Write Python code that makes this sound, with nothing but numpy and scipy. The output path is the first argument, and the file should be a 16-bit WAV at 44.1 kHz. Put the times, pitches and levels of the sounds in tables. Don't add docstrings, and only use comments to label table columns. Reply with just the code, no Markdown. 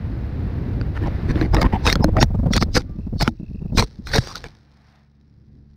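import sys
import numpy as np
from scipy import signal
from scipy.fft import rfft, irfft, next_fast_len
from scipy.io import wavfile
from scipy.ndimage import uniform_filter1d, map_coordinates

SR = 44100
rng = np.random.default_rng(int(sys.argv[2]) if len(sys.argv) > 2 else 0)


def pcm_store(signal):
    levels = np.round(np.clip(np.atleast_2d(signal), -1, 1) * 32767)
    wavfile.write(sys.argv[1], SR, levels.astype(np.int16).T)


N = 254016
TIME = np.arange(N) / SR

# t/s, clack level/dB, clack f/Hz, snap level/dB, thump level/dB, thump f/Hz
KNOCKS = [(0.813, -22.5, 1770, -42.5, -13, 127), (1.357, -20.5, 1730, -47, -8.5, 313),
          (1.413, -12, 1650, -28, -6.5, 316), (1.546, -8, 930, -14, -13, 328),
          (1.567, -11, 1720, -30.5, -13, 307), (1.6162, -11, 1021, -9, -16, 327),
          (1.629, -10.5, 889.6, -14, -10, 174), (1.733, -23, 840, -41, -4.5, 197.5),
          (1.8661, -3.5, 1190, -9.5, -8.5, 139.2), (1.8754, -1.5, 2412, -23, -9, 471),
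          (1.9001, -3.5, 1875, -10.5, -18.5, 181), (1.927, -3.5, 1864, -4, -11, 146.7),
          (1.9554, -8, 1420, -13, -17.5, 322), (2.043, -2.5, 768, -9.5, -0.5, 306.5),
          (2.1682, -10, 1055, -26, -27.5, 248), (2.2276, 2, 855, -0.5, -2, 209.7),
          (2.535, -7.5, 1983, -12.5, -37, 139.9), (2.565, -13.5, 997, -7, -8.5, 216.6),
          (2.578, -8, 1617, -12.5, -10.5, 153.8), (2.625, -5, 1130, -16, -10.5, 231.6),
          (2.7667, -2.5, 1830, -22.5, -6.5, 490), (3.226, -14.5, 1116, -9.5, -7, 128),
          (3.277, -1.5, 1410, -12.5, -3, 229.6), (3.7741, -9.5, 1623, -19, -6.5, 173.6),
          (3.7952, -8.5, 1011, -12.5, -12, 217), (3.8243, -8.5, 932.6, -15, -13, 451.6),
          (4.071, -19.5, 1640, -24.5, -40, 138.5), (4.16, -9.5, 974, -9, -8.5, 432.7),
          (4.183, -8, 1600, -17.5, -2, 124), (4.356, -21.5, 1400, -14, -39, 244),
          (4.441, -18.5, 1680, -25, -26, 480)]
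# t/s, level/dB
SHELL_BLOWS = [(1.424, -26), (1.458, -29), (1.956, -26), (2.046, -13), (3.283, -29)]
# multiple of its pitch, level/dB, time to fade by 60 dB/s
CLACK_TONES = [(.62, -7, .012), (1, 3.5, 0.014), (1.5, -4, 0.008), (2.2, -3, 0.013)]
THUMP_TONES = [(.55, -7.5, 0.041), (1, -6.5, 0.065), (1.55, 1, 0.0073)]
# f/Hz, level/dB, time to fade by 60 dB/s
SNAP_TONES = [(3740, 3.5, .009), (4720, 9, .01), (5400, 3, .014), (6530, -.5, .01), (8500, -12, .006)]
SHELL_TONES = [(319, 2.5, 0.18), (545, -11.5, 0.087), (860, -20.5, 0.043)]
# start t/s, end t/s, hiss level/dB, grit level/dB, thud level/dB
SCRAPES = [(0.955, 0.978, -55.5, -33.5, -40), (1.02, 1.084, -63, -33.5, -22.5),
           (1.293, 1.315, -45, -30.5, -16.5), (1.356, 1.43, -54.5, -36.5, -34),
           (1.421, 1.464, -53, -37.5, -18.5), (1.538, 1.554, -43, -24.5, -12.5),
           (1.567, 1.598, -48, -28.5, -19), (1.617, 1.628, -32, -20, -17.5),
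           (1.645, 1.668, -55.5, -28, -13.5), (1.728, 1.764, -54.5, -32.5, -21),
           (1.857, 1.888, -26.5, -23.5, -20), (1.893, 1.936, -30, -28.5, -24.5),
           (2.171, 2.191, -52, -28.5, -14.5), (2.212, 2.236, -27.5, -20.5, -13.5),
           (2.534, 2.547, -31.5, -29, -26.5), (2.559, 2.578, -28, -21.5, -17.5),
           (2.614, 2.633, -30.5, -28.5, -16.5), (2.754, 2.778, -22.5, -18.5, -15),
           (2.78, 2.81, -43.5, -39.5, -29.5), (3.211, 3.229, -23, -22.5, -20),
           (3.243, 3.29, -42.5, -41.5, -38.5), (3.78, 3.806, -18.5, -19.5, -14.5),
           (3.805, 3.843, -36.5, -34, -22.5), (4.07, 4.158, -40.5, -39, -38),
           (4.138, 4.187, -24, -23, -23.5), (4.208, 4.326, -41, -42, -43), (4.353, 4.383, -43, -44.5, -56),
           (4.442, 4.471, -52, -42.5, -34)]
# start t/s, end t/s, f/Hz, level/dB
SQUEAKS_AND_ZINGS = [(1.541, 1.555, 5050, -36.5), (1.575, 1.611, 553.5, -24.5), (1.642, 1.666, 974, -26),
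                     (1.733, 1.769, 837, -25.5), (1.854, 1.89, 948, -24.5), (2.028, 2.04, 880, -26),
                     (2.03, 2.04, 5200, -34), (2.169, 2.199, 684, -22), (2.212, 2.221, 4570, -26.5),
                     (2.213, 2.227, 5440, -23.5), (2.216, 2.232, 6670, -31.5), (2.538, 2.542, 5560, -25),
                     (3.22, 3.227, 707, -22), (3.287, 3.284, 740, -17), (4.145, 4.18, 482.4, -27.5),
                     (4.355, 4.385, 4020, -45), (4.356, 4.362, 1320, -34.5)]
# t/s, level/dB
AIR_FLOW = [(0, -26), (0.9, -23.5), (1.4, -22.5), (1.78, -24.5), (2.08, -19), (2.6, -23.5), (2.88, -33),
            (3.15, -28), (3.38, -41), (3.72, -28.5), (3.92, -48.5), (4.12, -31.5), (4.3, -47.5),
            (4.48, -49), (4.6, -66), (5.2, -68), (5.58, -54.5), (5.76, -57)]
# t/s, level/dB
PUFFS = [(1.963, -24.5), (2.003, -18.5), (2.086, -28), (2.139, -25), (2.31, -28), (2.351, -22),
         (2.396, -19.5), (2.437, -21), (2.466, -13), (2.513, -16.5), (2.688, -26.5), (2.901, -28),
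         (2.994, -28), (3.075, -25.5), (3.136, -25.5), (3.162, -22), (3.406, -25.5), (3.438, -30),
         (3.509, -30), (3.554, -27.5), (3.624, -25.5), (3.657, -23.5), (3.73, -21), (3.755, -20.5),
         (3.995, -31)]
# t/s, rumble level/dB, dirt level/dB
TYRE_LEVELS = [(0, -30, -49.5), (0.7, -23.5, -47), (0.93, -28, -49.5), (1.03, -29.5, -44.5),
               (1.4, -21.5, -43), (1.5, -31.5, -50), (1.85, -26.5, -42.5), (2.28, -37.5, -59),
               (2.8, -34.5, -61.5), (3.4, -47.5, -76.5), (4.0, -46.5, -69.5), (4.4, -43.5, -54),
               (4.62, -55.5, -68), (4.96, -57.5, -61), (5.1, -60, -75.5), (5.58, -47.5, -76.5),
               (5.76, -58.5, -77)]
# t/s, level/dB
LEAF_LEVELS = [(2.0, -71.5), (2.4, -68), (3.7, -68), (3.87, -56.5), (4.02, -65.5), (4.24, -45), (4.38, -48),
               (4.54, -63), (4.66, -69), (4.95, -67.5), (5.1, -78), (5.76, -76)]
# t/s, level/dB
TWIG_SNAPS = [(1.072, -28), (2.819, -31.5), (4.088, -33), (4.116, -22.5), (4.273, -16.5), (4.325, -24.5),
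              (4.368, -25), (4.485, -37.5), (4.551, -39), (4.958, -46), (5.212, -50)]
# start t/s, end t/s, level/dB
COASTS = [(2.99, 3.09, -70), (3.39, 3.71, -66)]
# f/Hz, level/dB
DRONE_TONES = [(71.5, -53.5), (143.5, -59), (215.5, -62.5)]
# t/s, added level/dB
DRONE_SWELL = [(5.1, -3), (5.6, 3)]

# f/Hz, level/dB
HISS_COLOUR = [(1500, -42.5), (2800, -17), (3700, -1), (4600, 0), (5700, -2), (6500, -11.5), (7400, -22.5),
               (8500, -16), (10000, -25), (15500, -29.5)]
GRIT_COLOUR = [(250, -18), (480, 3), (800, 1.5), (1200, -1), (1900, -1.5), (2600, -9), (3500, -19),
               (6000, -36.5), (9000, -39.5)]
THUD_COLOUR = [(30, -13.5), (90, 6.5), (170, 1), (310, -2), (450, -10), (800, -35), (2000, -55.5),
               (6000, -110)]
GUST_COLOUR = [(10, -22), (25, -3), (36, -4), (48, 6), (62, -10), (100, -24.5), (400, -120)]
BUFFET_COLOUR = [(30, -25), (55, 0.5), (75, 5), (105, 2.5), (150, -20), (300, -59), (1000, -120)]
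PUFF_COLOUR = [(50, -16), (120, -5), (160, 1.5), (195, 2), (270, -10), (420, -23.5), (700, -41),
               (1500, -71.5), (5000, -120)]
EDGE_COLOUR = [(250, -13), (480, 3.5), (750, -6), (1100, -15), (2000, -32.5), (5000, -44), (12000, -59.5)]
FIZZ_COLOUR = [(2000, -27.5), (6500, -7), (10000, -6.5), (11800, -5.5), (13500, -3), (14800, 2.5),
               (15600, -4)]
RUMBLE_COLOUR = [(40, -29), (85, -10.5), (115, 6), (180, -2), (290, -6.5), (400, -13.5), (700, -33),
                 (1500, -73), (6000, -110)]
DIRT_COLOUR = [(300, -23), (700, 3.5), (1200, -1), (1800, -1), (2500, -7.5), (3200, -14), (3900, -12),
               (4900, -17), (6000, -25.5), (7200, -37.5), (15000, -35.5)]
LEAF_COLOUR = [(250, -17), (500, 7.5), (680, -8.5), (850, 2), (1100, -8.5), (1800, -1), (2800, -10),
               (4100, -1), (5500, -2), (6400, -13.5), (7400, -24), (8500, -21), (12000, -31),
               (15500, -30.5)]
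PAWL_COLOUR = [(2100, -45), (2480, -14), (2560, 0), (2700, 0), (2780, -14), (3200, -45)]

LOOSE_S, SPIN_S = (0.73, 2.2), (1.9, 3.7)
FULL_AIR_DB = -24


def knocks():
    out = np.zeros(N + SR)
    for s, clack_db, clack_hz, snap_db, thump_db, thump_hz in KNOCKS:
        clack = ring(CLACK_TONES, clack_hz, detune=.095, attack_s=.0001, crack=.044, crack_s=.01)
        snap = ring(SNAP_TONES, .98, detune=.065, attack_s=.0001, crack=.93, crack_s=.0066)
        thump = ring(THUMP_TONES, thump_hz, detune=.01, attack_s=.0013)
        blow = amp(clack_db - 1.15) * clack + amp(snap_db - 2) * snap + amp(thump_db - 3) * thump
        out[round(s * SR):][:len(blow)] += blow
    for s, db in SHELL_BLOWS:
        hollow = amp(db) * ring(SHELL_TONES, 1, detune=.0081, attack_s=.002)
        out[round(s * SR):][:len(hollow)] += hollow
    return out[:N]


def scrapes():
    hiss, grit, thud, shove = np.zeros((4, N))
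    for start, end, hiss_db, grit_db, thud_db in SCRAPES:
        hiss += amp(hiss_db) * swell(start, end, rise_s=.008, fall_s=.004)
        grit += amp(grit_db) * swell(start, end, rise_s=.0037, fall_s=.0021)
        thud += amp(thud_db - 2.5) * swell(start, end, rise_s=.005, fall_s=.0042)
        shove += amp(thud_db - 5) * swell(start, end, rise_s=.03, fall_s=.016)
    crackle = patchy(grains(HISS_COLOUR, per_s=1100, spread_db=6, friction=1), depth_db=5)
    crunch = patchy(grains(GRIT_COLOUR, per_s=900, spread_db=5.5, friction=.63), depth_db=4.5)
    push = steady(noise(THUD_COLOUR), .02)
    air = steady(noise(GUST_COLOUR), .08)
    catching = unit(amp(4 * wobble(130)))
    return catching * (hiss * crackle + grit * crunch) + thud * push + shove * air


def wind(swirls):
    air_db, = curves(AIR_FLOW)
    shelter_db = np.interp(TIME, LOOSE_S, [-9, 0])
    gust = amp(air_db - 2.5 + shelter_db) * steady(noise(GUST_COLOUR), .08)
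    buffet = amp(air_db - 2 + 1.9 * wobble(22)) * steady(noise(BUFFET_COLOUR), .17)
    edge_db = FULL_AIR_DB + 1.3 * (air_db - FULL_AIR_DB) - 21.5
    turned_away_db = -10.5 * swell(*SPIN_S, rise_s=.034, fall_s=.034)
    edge = amp(edge_db + turned_away_db + 1.5 * swirls) * noise(EDGE_COLOUR)
    return gust + buffet + edge


def puffs():
    def blast(s):
        return swell(s - .006, s + .006, rise_s=.0016, fall_s=.0027)

    air_db, = curves(AIR_FLOW)
    small_puffs_per_s = 12
    slots = np.arange(*SPIN_S, 1 / small_puffs_per_s)
    flutter = sum(blast(s) for s in slots + rng.random(len(slots)) / small_puffs_per_s)
    level = sum(amp(db) * blast(s) for s, db in PUFFS) + amp(air_db - 2) * flutter
    body = steady(noise(PUFF_COLOUR), .02)
    edge = amp(air_db - FULL_AIR_DB - 14.5) * noise(EDGE_COLOUR)
    return level * (body + edge)


def tyres(swirls):
    rumble_db, dirt_db = curves(TYRE_LEVELS)
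    rumble = amp(rumble_db - 2.5 + 2.1 * swirls) * noise(RUMBLE_COLOUR)
    dirt = grains(DIRT_COLOUR, per_s=2000, spread_db=6.5, friction=1.8)
    return rumble + amp(dirt_db + .2 + 1.2 * swirls) * dirt


def squeaks_and_zings():
    out = np.zeros(N)
    for start, end, hz, db in SQUEAKS_AND_ZINGS:
        near = slice(round((start - .1) * SR), round((end + .1) * SR))
        t = TIME[near]
        width_hz = 220 + .06 * hz
        steps = (t - t[0]) * width_hz
        sine_gain, cosine_gain = (map_coordinates(rng.standard_normal(400), [steps]) for _ in range(2))
        tone = sine_gain * np.sin(2 * np.pi * hz * t) + cosine_gain * np.cos(2 * np.pi * hz * t)
        out[near] += amp(db) * swell(start, end, rise_s=.0059, fall_s=.0037)[near] * unit(tone)
    return out


def leaves():
    leaf_db, = curves(LEAF_LEVELS)
    crackle = patchy(grains(LEAF_COLOUR, per_s=350, spread_db=5, friction=.7), depth_db=1.5)
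    twig = patchy(noise(LEAF_COLOUR), depth_db=3)
    snaps = sum(amp(db - 8) * swell(s, s + .00046, rise_s=.00013, fall_s=.0015) for s, db in TWIG_SNAPS)
    return amp(leaf_db) * crackle + snaps * twig


def brake():
    pitch_hz = 1190 + 11 * wobble(120)
    phase = 2 * np.pi * np.cumsum(pitch_hz) / SR
    tone = np.sin(phase) + amp(-14) * np.sin(1.5 * phase)
    return amp(-56 + 2 * wobble(90)) * swell(2.89, 2.94, rise_s=.025, fall_s=.035) * tone


def freehub():
    ticks_per_s = 56 * np.exp(.3 * wobble(70))
    tick_count = np.floor(np.cumsum(ticks_per_s) / SR)
    strikes = np.diff(tick_count, prepend=0) * amp(4 * wobble(40))
    age = TIME[:SR // 20] / .0025
    ticks = signal.fftconvolve(strikes, age * np.exp(1 - age))[:N]
    coasting = sum(amp(db) * swell(start, end, rise_s=.02, fall_s=.011) for start, end, db in COASTS)
    return coasting * unit(ticks * noise(PAWL_COLOUR))


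def drone():
    drifting_time = np.cumsum(1 + .01 * wobble(7)) / SR
    hum = sum(amp(db + 2 * wobble(8)) * np.sqrt(2) * np.sin(2 * np.pi * hz * drifting_time)
              for hz, db in DRONE_TONES)
    return hum * amp(curves(DRONE_SWELL)[0])


def ring(tones, pitch, detune, attack_s, crack=0, crack_s=.008):
    t = np.arange(SR // 6) / SR
    hz, db, fade_s = np.transpose(tones)[:, :, None]
    shift, weight = rng.standard_normal((2, len(tones), 1))
    signs = (-1) ** np.arange(len(tones))[:, None]
    shifted_hz = pitch * hz * np.exp(detune * shift)
    waves = signs * amp(db + 2 * weight - 60 * t / fade_s) * np.sin(2 * np.pi * shifted_hz * t)
    burst = crack * amp(-60 * t / crack_s) * rng.standard_normal(len(t))
    blow = (waves.sum(0) + burst) * (1 - np.exp(-t / attack_s))
    return blow / np.abs(blow).max()


def grains(colour, per_s, spread_db, friction):
    size = amp(spread_db * np.clip(rng.standard_normal(N), -2, 2)) * rng.choice([-1, 1], N)
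    clicks = unit(size * (rng.random(N) < per_s / SR))
    return coloured(clicks + friction * rng.standard_normal(N), colour)


def noise(colour):
    return coloured(rng.standard_normal(N), colour)


def coloured(x, colour):
    m = next_fast_len(N + 8192, True)
    hz, db = np.transpose(colour)
    gain = amp(np.interp(np.log(np.fft.rfftfreq(m, 1 / SR) + 1), np.log(hz), db))
    cepstrum = irfft(np.log(gain), m)
    cepstrum[1:m // 2] *= 2
    cepstrum[m // 2 + 1:] = 0
    return unit(irfft(rfft(x, m) * np.exp(rfft(cepstrum)), m)[:N])


def patchy(x, depth_db):
    bands = signal.stft(x, nperseg=512)[2]
    patches = uniform_filter1d(rng.standard_normal(bands.shape), size=3, axis=0)
    patches = uniform_filter1d(patches, size=8, axis=1)
    return unit(signal.istft(bands * amp(depth_db * unit(patches)), nperseg=512)[1][:N])


def steady(x, seconds):
    power = uniform_filter1d(np.abs(signal.hilbert(x)) ** 2, round(seconds * SR))
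    return unit(x / np.sqrt(np.abs(power) + .05))


def swell(start, end, rise_s, fall_s):
    fade = np.maximum(start - TIME, 0) / rise_s + np.maximum(TIME - end, 0) / fall_s
    return np.exp(-np.minimum(fade, 20))


def wobble(per_s):
    return map_coordinates(rng.standard_normal(int(N * per_s / SR) + 4), [TIME * per_s / SR])


def curves(rows):
    times, *columns = np.transpose(rows)
    return [np.interp(TIME, times, column) for column in columns]


def amp(db):
    return 10 ** (np.asarray(db) / 20)


def unit(x):
    return x / np.sqrt(np.mean(x ** 2) + 1e-20)


def scene():
    swirls = wobble(36)
    rush = wind(swirls) + tyres(swirls) + puffs()
    fizz = amp(-49) * np.abs(rush) * noise(FIZZ_COLOUR)
    tumble = scrapes() + knocks() + squeaks_and_zings()
    return (rush + fizz + tumble + leaves() + brake() + freehub() + drone())[None]


def record(dry):
    ceiling, top_hz = .97, 15650
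    rounded = dry / (1 + np.abs(dry / ceiling) ** 6) ** (1 / 6)
    m = next_fast_len(N + SR // 2)
    return irfft(rfft(rounded, m) * (np.fft.rfftfreq(m, 1 / SR) < top_hz), m)[..., :N]


dry = scene()
out = record(dry)
pcm_store(out)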